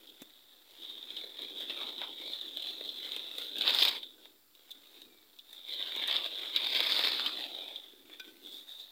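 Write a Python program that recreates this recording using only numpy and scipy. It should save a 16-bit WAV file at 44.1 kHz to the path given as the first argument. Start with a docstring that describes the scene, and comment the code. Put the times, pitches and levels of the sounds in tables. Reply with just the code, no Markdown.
"""Pushing through dry undergrowth

Someone walks through dry forest growth with a phone in hand: fronds and dead leaves rustle (patchy, coloured noise
broken up by tiny fractures), stems snap and knock (short noise bursts), and air rushes low past the swinging phone.
A steel blade clinks (decaying modes), a far bird whistles once (a gliding sine), insects sing thinly (narrow noise).
The small microphone port rings near 3.6 kHz and a noise suppressor ducks every band that is weak."""
import sys
import numpy as np
from scipy import signal
from scipy.fft import rfft, irfft
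from scipy.io import wavfile
from scipy.ndimage import uniform_filter1d, map_coordinates

SR = 44100
rng = np.random.default_rng(int(sys.argv[2]) if len(sys.argv) > 2 else 0)


def transcribe(u):
    """Save the signal u as a 16-bit wav file named by the first command-line argument.

    u: samples, shape (n,) or (channels, n), limited to [-1, 1]; the rate is SR.
    q: integer samples, one column per channel.
    """
    v = np.clip(np.atleast_2d(u).T, -1, 1)
    q = np.round(v * 32767).astype(np.int16)
    wavfile.write(sys.argv[1], SR, q)


def voltage_ratio(level):
    """Linear amplitude factor for a level in decibels (scalar or array-like)."""
    return 10 ** (np.asarray(level, float) / 20)


N = 392931

# Colours of leaf and stem sounds as they pass the microphone port: ticking at the port's ring, mid scraping,
# the low body of stems, and the topmost fizz. Each row: frequency in Hz, relative level in dB per Hz.
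CRACKLE_COLOUR = [(1800, -41.5), (2600, -15), (3000, -6.5), (3300, -1), (3600, 3), (3950, -1.5),
                  (4300, -11), (4900, -16.5), (5500, -18.5), (7000, -60.5)]
SCRAPE_COLOUR = [(600, -45), (900, -5), (1500, -3), (2200, 1), (2700, 0), (3600, -46)]
BODY_COLOUR = [(25, -52), (70, -63), (110, -31), (165, -51), (220, -15), (310, -5), (550, 0), (900, -3),
               (1400, -22.5)]
FIZZ_COLOUR = [(4200, -38), (5700, -2.5), (7500, -2.5), (10500, -5), (11800, -9), (13800, 2), (15200, 2.5),
               (16000, -19.5)]
# Single fronds sweeping past the microphone. Each row: time of the peak in seconds, effort in dB, length in seconds,
# extra effort in dB for fizz and sheen, extra effort in dB for scrape.
FROND_SWEEPS = [(0.846, -43.5, 0.15, -1, -3), (1.19, -44.5, 0.27, 0, 0.5), (1.447, -41, 0.13, -4, 1.5),
                (1.612, -39, 0.095, 0.5, 0.5), (1.722, -42, 0.06, 2.5, 1), (1.824, -38, 0.16, -3, -1.5),
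                (2.035, -41, 0.19, -5, 0.5), (2.197, -48, 0.13, -7, 6), (2.327, -39, 0.24, -0.5, -3),
                (2.688, -40.5, 0.2, 2, -1), (2.88, -42.5, 0.14, 0, -7), (3.135, -41.5, 0.4, 3, 1.5),
                (3.427, -39, 0.11, 5, 1), (3.692, -23.5, 0.074, -2.5, -2), (3.803, -28, 0.11, 7, -4),
                (3.953, -41.5, 0.048, 6, 1.5), (4.253, -51.5, 0.14, -7, -8), (4.97, -51.5, 0.13, 2.5, 3),
                (5.536, -52, 0.045, 13, 7), (5.742, -50.5, 0.048, 15, -9), (6.138, -32.5, 0.18, -7, -4),
                (6.57, -34.5, 0.032, -10, 3), (6.778, -30.5, 0.15, 3.5, -0.5),
                (6.928, -32.5, 0.096, 8.5, -6), (7.057, -35, 0.38, 6, 0.5), (7.176, -36.5, .15, 0, -14),
                (7.36, -51.5, 0.24, 4, -1.5), (8.133, -45.5, 0.072, -1, 3), (8.285, -47, 0.06, 3, 0),
                (8.473, -46.5, 0.072, 0, -2), (8.557, -47, 0.17, 8, -3), (8.711, -48, 0.13, 5.5, 1),
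                (8.806, -44.5, 0.11, 4, -9)]


def unit(x):
    """Scale to rms 1."""
    return x / np.sqrt(np.mean(x ** 2) + 1e-20)


def along(points, hz):
    """Read (Hz, value) points at hz, on a log frequency axis."""
    point_hz, values = np.transpose(points)
    return np.interp(np.log(hz + 1), np.log(point_hz + 1), values)


def curves(rows):
    """One value per sample for each column after the time."""
    seconds, *columns = np.transpose(rows)
    return [np.interp(np.arange(N) / SR, seconds, column) for column in columns]


def wobble(rate):
    """A smooth random curve with rate knots a second."""
    return map_coordinates(rng.standard_normal(N // 100), [np.arange(N) * rate / SR])


def response(spectrum, size=4096):
    """Causal (minimum-phase) impulse response with the given colour, by folding its cepstrum."""
    gain = voltage_ratio(along(spectrum, np.fft.rfftfreq(size, 1 / SR)))
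    cepstrum = irfft(np.log(gain + 1e-5))
    cepstrum[1:size // 2] *= 2
    cepstrum[size // 2 + 1:] = 0
    return irfft(np.exp(rfft(cepstrum)))[:size // 2]


def coloured(x, spectrum):
    """x through a causal colour, scaled to rms 1."""
    return unit(signal.fftconvolve(x, response(spectrum))[:len(x)])


def patchy(x, patchy_db):
    """Random gain patches in time and frequency, patchy_db rms: each leaf has its own colour."""
    z = signal.stft(x, nperseg=512)[2]
    field = uniform_filter1d(rng.standard_normal(z.shape), size=3, axis=0)
    field = uniform_filter1d(field, size=24, axis=1)
    return signal.istft(z * voltage_ratio(patchy_db * unit(field)), nperseg=512)[1][:N]


def fractures(rate, spread_db, life):
    """Tiny leaf fractures, rate a second at random moments, some bigger, each dying over life seconds."""
    when, size = rng.random((2, N))
    starts = (when < rate / SR) * voltage_ratio(-spread_db * np.log(size + 0.04))
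    decay = np.exp(-np.arange(2000) / (life * SR))
    return unit(signal.fftconvolve(starts, decay)[:N])


def effort(extra_db=0):
    """Effort in dB: the steady contact plus every sweep, which swells to its peak and dies away."""
    # steady contact with the leaves while moving. Each row: time in seconds, effort in dB
    contact = [(0, -57.5), (0.3, -54), (0.66, -60.5), (0.84, -48.5), (1.33, -56.5), (1.6, -47),
               (2.5, -51.5), (3.5, -47), (3.66, -42), (3.86, -32.5), (4.05, -57), (4.46, -71),
               (4.64, -55.5), (5.06, -58), (5.25, -62), (5.62, -51.5), (5.72, -39.5), (6.45, -41),
               (6.51, -39.5), (6.6, -37.5), (7.06, -33), (7.5, -43.5), (7.62, -43), (8.03, -59), (8.4, -59),
               (8.91, -54)]
    rise_share, edge_db = 0.54, 8  # share of a sweep spent rising; its ends lie this far under its peak
    t = np.arange(N) / SR
    power = voltage_ratio(2 * curves(contact)[0])
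    extras_db = extra_db + np.zeros(len(FROND_SWEEPS))
    for (s, db, length), more_db in zip(np.array(FROND_SWEEPS)[:, :3], extras_db):
        near = slice(max(0, round((s - 3 * length) * SR)), round((s + 3 * length) * SR))
        before = (s - t[near]) / rise_share
        after = (t[near] - s) / (1 - rise_share)
        away = np.maximum(before, after) / length
        power[near] += voltage_ratio(2 * (db + more_db - edge_db * away))
    return 10 * np.log10(power)


def layer_levels():
    """Each colour follows the effort by its own law; some fronds fizz or scrape more than others."""
    # crackle, scrape, body, fizz, sheen. Each row: level in dB at a middling effort, rise in dB per dB of effort
    laws = [(-44.5, 0.8853), (-54, 0.97), (-58.5, 0.5973), (-56.5, 0.8234), (-62, 1.212)]
    middling_db = -45
    *_, fizz_db, scrape_db = np.transpose(FROND_SWEEPS)
    extras = (0, scrape_db, 0, fizz_db, fizz_db)
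    return [db + slope * (effort(extra_db) - middling_db) for (db, slope), extra_db in zip(laws, extras)]


def rustle():
    """The same fractures and clumps drive five colours, each over its own sliding hiss."""
    # hard brushing of stiff fronds. Each row: frequency in Hz, relative level in dB per Hz
    sheen = [(3700, -32), (4300, 2.5), (4900, 0), (5300, -7), (5800, -32)]
    clumps_db = 1.03 * wobble(35)
    breaks = fractures(rate=260, spread_db=3.0, life=0.0015)
    levels = layer_levels()
    # slow brushing hisses less, so single ticks stand out
    gentle = 2 + np.clip((-48.5 - levels[0]) / 5, 0, 3.2)
    colours = (CRACKLE_COLOUR, SCRAPE_COLOUR, BODY_COLOUR, FIZZ_COLOUR, sheen)
    grains = (0.24, 0.37, 0.24, 0.23, 0.45)  # weight of the fractures against the hiss
    patches_db = (1.7, 2.5, 0.64, 2.3, 1.2)
    out = 0
    for db, colour, grain, patchy_db in zip(levels, colours, grains, patches_db):
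        share = grain * gentle
        evened = np.sqrt(1 + 2 * share * breaks.mean() + share ** 2)  # more grain adds no loudness
        strength = (1 + share * breaks) / evened
        hiss = patchy(strength * rng.standard_normal(N), patchy_db)
        out = out + voltage_ratio(db + clumps_db) * coloured(hiss, colour)
    return out


def shaded(x):
    """Each shade is a smooth gain patch in time and pitch; the port's ring leans towards its present centre."""
    # the rustle turns hollow or fuller round one pitch for a while. Each row: middle of the patch in seconds,
    # length in seconds, pitch in Hz, gain in dB
    shades = [(1.786, 0.23, 1185, 6), (2.2, .16, 1330, -6), (7.552, 0.38, 725, 5)]
    # the port's ring drifts, likely as the grip shifts. Each row: time in seconds, centre in Hz
    port_drift = [(0, 3480), (0.4, 3700), (0.77, 3565), (1.29, 3670), (1.71, 3600), (2.28, 3695),
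                  (2.5, 3625), (4.66, 3590), (5.5, 3744), (6.19, 3553), (7.11, 3704), (8.28, 3504),
                  (8.6, 3680)]
    shade_octaves, port_hz, port_reach_hz = 0.39, 3600, 700
    hz, t, z = signal.stft(x, SR, nperseg=512)
    db = 0
    for s, length, mid_hz, gain_db in shades:
        octaves = np.log2((hz[:, None] + 1) / mid_hz)
        db = db + gain_db * np.exp(-(octaves / shade_octaves) ** 2 - (2 * (t - s) / length) ** 4 / 4)
    away = (hz[:, None] - port_hz) / port_reach_hz
    drift_hz = np.interp(t, *np.transpose(port_drift)) - port_hz
    db = db + 0.06 * drift_hz * away * np.exp(-away ** 2)  # one side of the ring up, the other down
    return signal.istft(z * voltage_ratio(db), SR, nperseg=512)[1][:N]


def swing():
    """A dull rush in soft lumps, likely air past the port as the phone swings: low coloured noise."""
    # Each row: time in seconds, level in dB
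    rush_levels = [(0, -55.5), (0.3, -70.5), (0.66, -67), (0.83, -63), (1.3, -60), (1.8, -55.5), (2.1, -62),
                   (2.85, -59.5), (3.45, -61.5), (3.62, -50.5), (4.0, -62.5), (4.25, -59), (4.46, -76),
                   (4.75, -66), (5.0, -60.5), (5.3, -63.5), (5.5, -69.5), (6.0, -60.5), (6.4, -62),
                   (6.95, -53.5), (7.6, -61), (8.0, -61), (8.3, -59.5), (8.55, -59.5), (8.75, -76),
                   (8.91, -87.5)]
    # Each row: frequency in Hz, relative level in dB per Hz
    rush_colour = [(120, -37.5), (170, -25.5), (220, -7.5), (310, 1), (420, -2), (600, -12.5), (1000, -24)]
    lumps_db = 1.95 * wobble(30)
    return voltage_ratio(curves(rush_levels)[0] + lumps_db) * coloured(rng.standard_normal(N), rush_colour)


def forest():
    """A smooth hush of coloured noise with a narrow insect band."""
    # the hush of the place. Each row: frequency in Hz, relative level in dB per Hz
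    air = [(25, -30), (100, -5.5), (160, -16.5), (290, -1.5), (600, -20.5), (1300, -7), (2600, -13),
           (3600, -12), (4500, -5), (6300, -15.5), (11600, -12), (14400, -3), (16000, -5.5)]
    # the insects. Each row: time in seconds, level in dB
    insect_levels = [(0, -74), (5.3, -72.5), (8.91, -81)]
    insect_colour = [(6700, -54.0), (7100, -3), (7600, 4), (7800, -30), (8100, -72)]  # Hz, dB per Hz
    chorus = coloured(rng.standard_normal(N), insect_colour)
    hush = voltage_ratio(-55.5) * coloured(rng.standard_normal(N), air)
    return hush + voltage_ratio(curves(insect_levels)[0] + 0.56 * wobble(20)) * chorus


def snaps():
    """A snap is a sharp crack with a short ragged tail; its knock lasts longer than the crack."""
    # the clearest snaps of stems and leaves. Each row: start in seconds, crack peak in dB,
    # low knock and scrape in dB relative to that peak, fizz in dB relative to that peak
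    snap_rows = [(0.071, -36, -30, -8), (0.0758, -41, -20, -6), (0.0905, -39, -30, -13),
                 (0.0948, -38.5, -30, -13), (0.0988, -35, -30, -13), (0.2191, -36.5, -2.5, 9),
                 (0.709, -37.5, -33, -6), (1.027, -32.5, -14, -14), (1.1041, -28.5, -15, -10),
                 (1.167, -28, -19, -8), (1.371, -30, -27, -15), (1.391, -29, -13, -15),
                 (1.4194, -29.5, -27, -5), (1.6965, -27, -12, -19), (1.704, -27, -10.5, -19),
                 (1.832, -31.5, -8, -15), (1.9812, -27, -22, -14), (2.0157, -24.5, -7, -21),
                 (2.2179, -32.5, -8, -13), (2.4117, -27, -42, -11), (2.5713, -21.5, -17.5, -7),
                 (2.6223, -29, -24, -5), (2.6465, -31, -12, -22), (2.81, -29, -6, -15),
                 (2.8914, -25.5, -32, -19), (3.0473, -27, -13, -10), (3.1195, -20.5, -43, -11),
                 (3.1634, -23, -15, -6.5), (3.3834, -24, -13, -1), (3.566, -27, -16, -10),
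                 (3.5842, -22, -32, 1.5), (3.61, -19.5, -15.5, -10), (3.6194, -22, -27, -5.5),
                 (3.6775, -11.5, -22, -26), (3.6907, -21, -16, -2), (3.7062, -18.5, -19, -6),
                 (3.7474, -16.5, -22, -4), (3.7865, -18, -35, -18), (3.8213, -13.5, -17, -8),
                 (3.8244, -13, -26, -14), (3.8332, -14, -36, -5), (3.8506, -16.5, -14, -1.5),
                 (3.8805, -17.5, -19.5, -5), (3.8865, -24, -33, 4.5), (4.0308, -30.5, -15, -11),
                 (4.255, -33.5, -9, -8), (4.551, -38, -32, -7), (4.708, -33, -28, 0),
                 (4.7133, -32.5, -33, 3), (4.752, -46, -7, -6), (4.9727, -42, -20, -15),
                 (4.9872, -43, -20, -8), (5.0178, -34.5, -15, 1), (5.3883, -32, -25, -6),
                 (5.5296, -34.5, -10, 2), (5.728, -38, -28, -13), (5.8257, -21.5, -34, -21),
                 (5.962, -28, -11, -1), (6.076, -25, -31, 3), (6.111, -19, -19.5, -13),
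                 (6.1649, -14.5, -46, -16), (6.5615, -13, -22, -12.5), (6.7943, -23, -8, -9),
                 (6.804, -13, -12.5, -7), (6.921, -16, -31, -18), (6.9649, -20, -18, -15),
                 (6.992, -17.5, -11.5, -8.5), (7.0376, -16, -16, -24), (7.262, -17, -21, -11.5),
                 (7.608, -36, -14, -10), (7.641, -34, -15, -14), (7.759, -28, -36, -11),
                 (8.097, -39.5, -0.5, -14), (8.1986, -31, -8, -3)]
    out, t = np.zeros(N + SR), np.arange(SR // 14) / SR
    for s, db, knock_db, fizz_db in snap_rows:
        crack, knock, scrape = rng.standard_normal((3, len(t)))
        # the very loudest snaps have shorter tails and scrapes
        age = t / np.clip(1.5 - 0.3 * (db + 15), 0.34, 1)
        crack = crack * (voltage_ratio(-60 * t / 0.0024) + 0.32 * voltage_ratio(-60 * age / 0.054))
        scrape = scrape * voltage_ratio(-60 * age / 0.041)
        knock = knock * voltage_ratio(-60 * t / 0.019)
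        parts = [(crack, CRACKLE_COLOUR, 0), (crack, FIZZ_COLOUR, fizz_db),
                 (scrape, SCRAPE_COLOUR, knock_db), (knock, BODY_COLOUR, knock_db)]
        for drive, colour, rel_db in parts:
            wave = coloured(drive, colour)
            out[round(s * SR):][:len(t)] += voltage_ratio(db + rel_db) * wave / np.abs(wave).max()
    return out[:N]


def thumps():
    """A soft low push that rings for a few cycles: a decaying sine with a rounded start."""
    # dull knocks of a stem or the hand on the phone case. Each row: start in seconds, peak in dB, pitch in Hz
    knocks = [(0.218, -42, 278), (1.24, -42, 476), (1.453, -51, 288), (2.298, -52, 303), (7.267, -47, 299),
              (7.608, -51, 317), (7.935, -45, 378)]
    fade_cycles = 2  # cycles to fade by 20 dB
    out, t = np.zeros(N + SR), np.arange(SR // 10) / SR
    for s, db, hz in knocks:
        ring = np.sin(2 * np.pi * hz * t) * voltage_ratio(-20 * hz * t / fade_cycles)
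        ring = ring * (1 - np.exp(-t / 0.0023))
        out[round(s * SR):][:len(t)] += voltage_ratio(db) * ring / np.abs(ring).max()
    return out[:N]


def blade():
    """Steel touched by a stem rings its modes; the lowest is a beating pair, soft touches ring duller."""
    # modes of the steel. Each row: frequency in Hz, relative level in dB, time to fade by 60 dB in seconds
    modes = [(1516, 0, 0.19), (1525, -15, 0.9), (2428, 0, .1), (3180, 3, 0.045), (4850, 4, 0.04),
             (5800, 1, 0.03)]
    # stems touching the blade. Each row: start in seconds, level in dB, brightness in dB per octave
    clinks = [(4.03, -58, -8), (4.18, -58, -12), (8.197, -44, 2), (8.283, -53, -5)]
    out, t = np.zeros(N + SR), np.arange(SR // 2) / SR
    for s, db, tilt_db in clinks:
        ring = 0
        for hz, level, t60 in modes:
            mode_db = level + tilt_db * np.log2(hz / modes[0][0]) + rng.normal(0, 1.3)
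            ring = ring + voltage_ratio(mode_db - 60 * t / t60) * np.sin(2 * np.pi * hz * t)
        out[round(s * SR):][:len(t)] += voltage_ratio(db) * ring * (1 - np.exp(-t / 0.00014))
    return out[:N]


def bird():
    """One thin falling whistle, a gliding sine wavering with distance."""
    # Each row: time in seconds, pitch in Hz, rms level in dB
    whistle = [(5.04, 2500, -68), (5.12, 2350, -65), (5.2, 2290, -66), (5.31, 2240, -75)]
    hz, db = curves(whistle)
    t = np.arange(N) / SR
    gate = np.clip(np.minimum(t - whistle[0][0], whistle[-1][0] - t) / 0.023, 0, 1)
    tone = np.sqrt(2) * np.sin(2 * np.pi * np.cumsum(hz) / SR)
    return gate * voltage_ratio(db + 2.2 * wobble(65)) * tone


def scene():
    """Everything reaches one microphone; leaves and stems hold no deep bass."""
    low_cut = signal.butter(3, 150, "high", fs=SR, output="sos")  # Hz
    leaves = signal.sosfilt(low_cut, shaded(rustle()) + snaps())
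    return (leaves + thumps() + swing() + blade() + bird() + forest())[None]


def suppressor(x):
    """Bands whose smoothed power lies under the threshold are turned down, gradually about the knee."""
    # Each row: frequency in Hz, threshold in dB per band
    threshold = [(200, -70.5), (5200, -59.5), (6000, -56.5), (12000, -52)]
    # Each row: frequency in Hz, most dB taken off weak bands
    depth = [(500, 9), (1100, 9)]
    knee_db, memory = 2.4, .87  # memory: share of the running average kept from frame to frame
    hz, _, z = signal.stft(x, SR, nperseg=512)
    power = uniform_filter1d(np.abs(z) ** 2, size=3, axis=1)
    power = signal.lfilter([1 - memory], [1, -memory], power, axis=2)
    power = uniform_filter1d(power, size=9, axis=2)
    over_db = 10 * np.log10(np.abs(power) + 1e-20) - along(threshold, hz)[:, None]
    duck = (1 - np.tanh(over_db / knee_db)) / 2
    gain = voltage_ratio(-along(depth, hz)[:, None] * duck)
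    return signal.istft(z * gain, SR, nperseg=512)[1][:, :N]


def top_cut(x):
    """Nothing passes above the cut-off."""
    return signal.sosfilt(signal.butter(12, 15880, fs=SR, output="sos"), x)


def record(dry):
    """The phone suppresses noise; its converter adds a small constant offset."""
    mix = suppressor(dry) - 2e-4
    return top_cut(mix)


dry = scene()
out = record(dry)
transcribe(out)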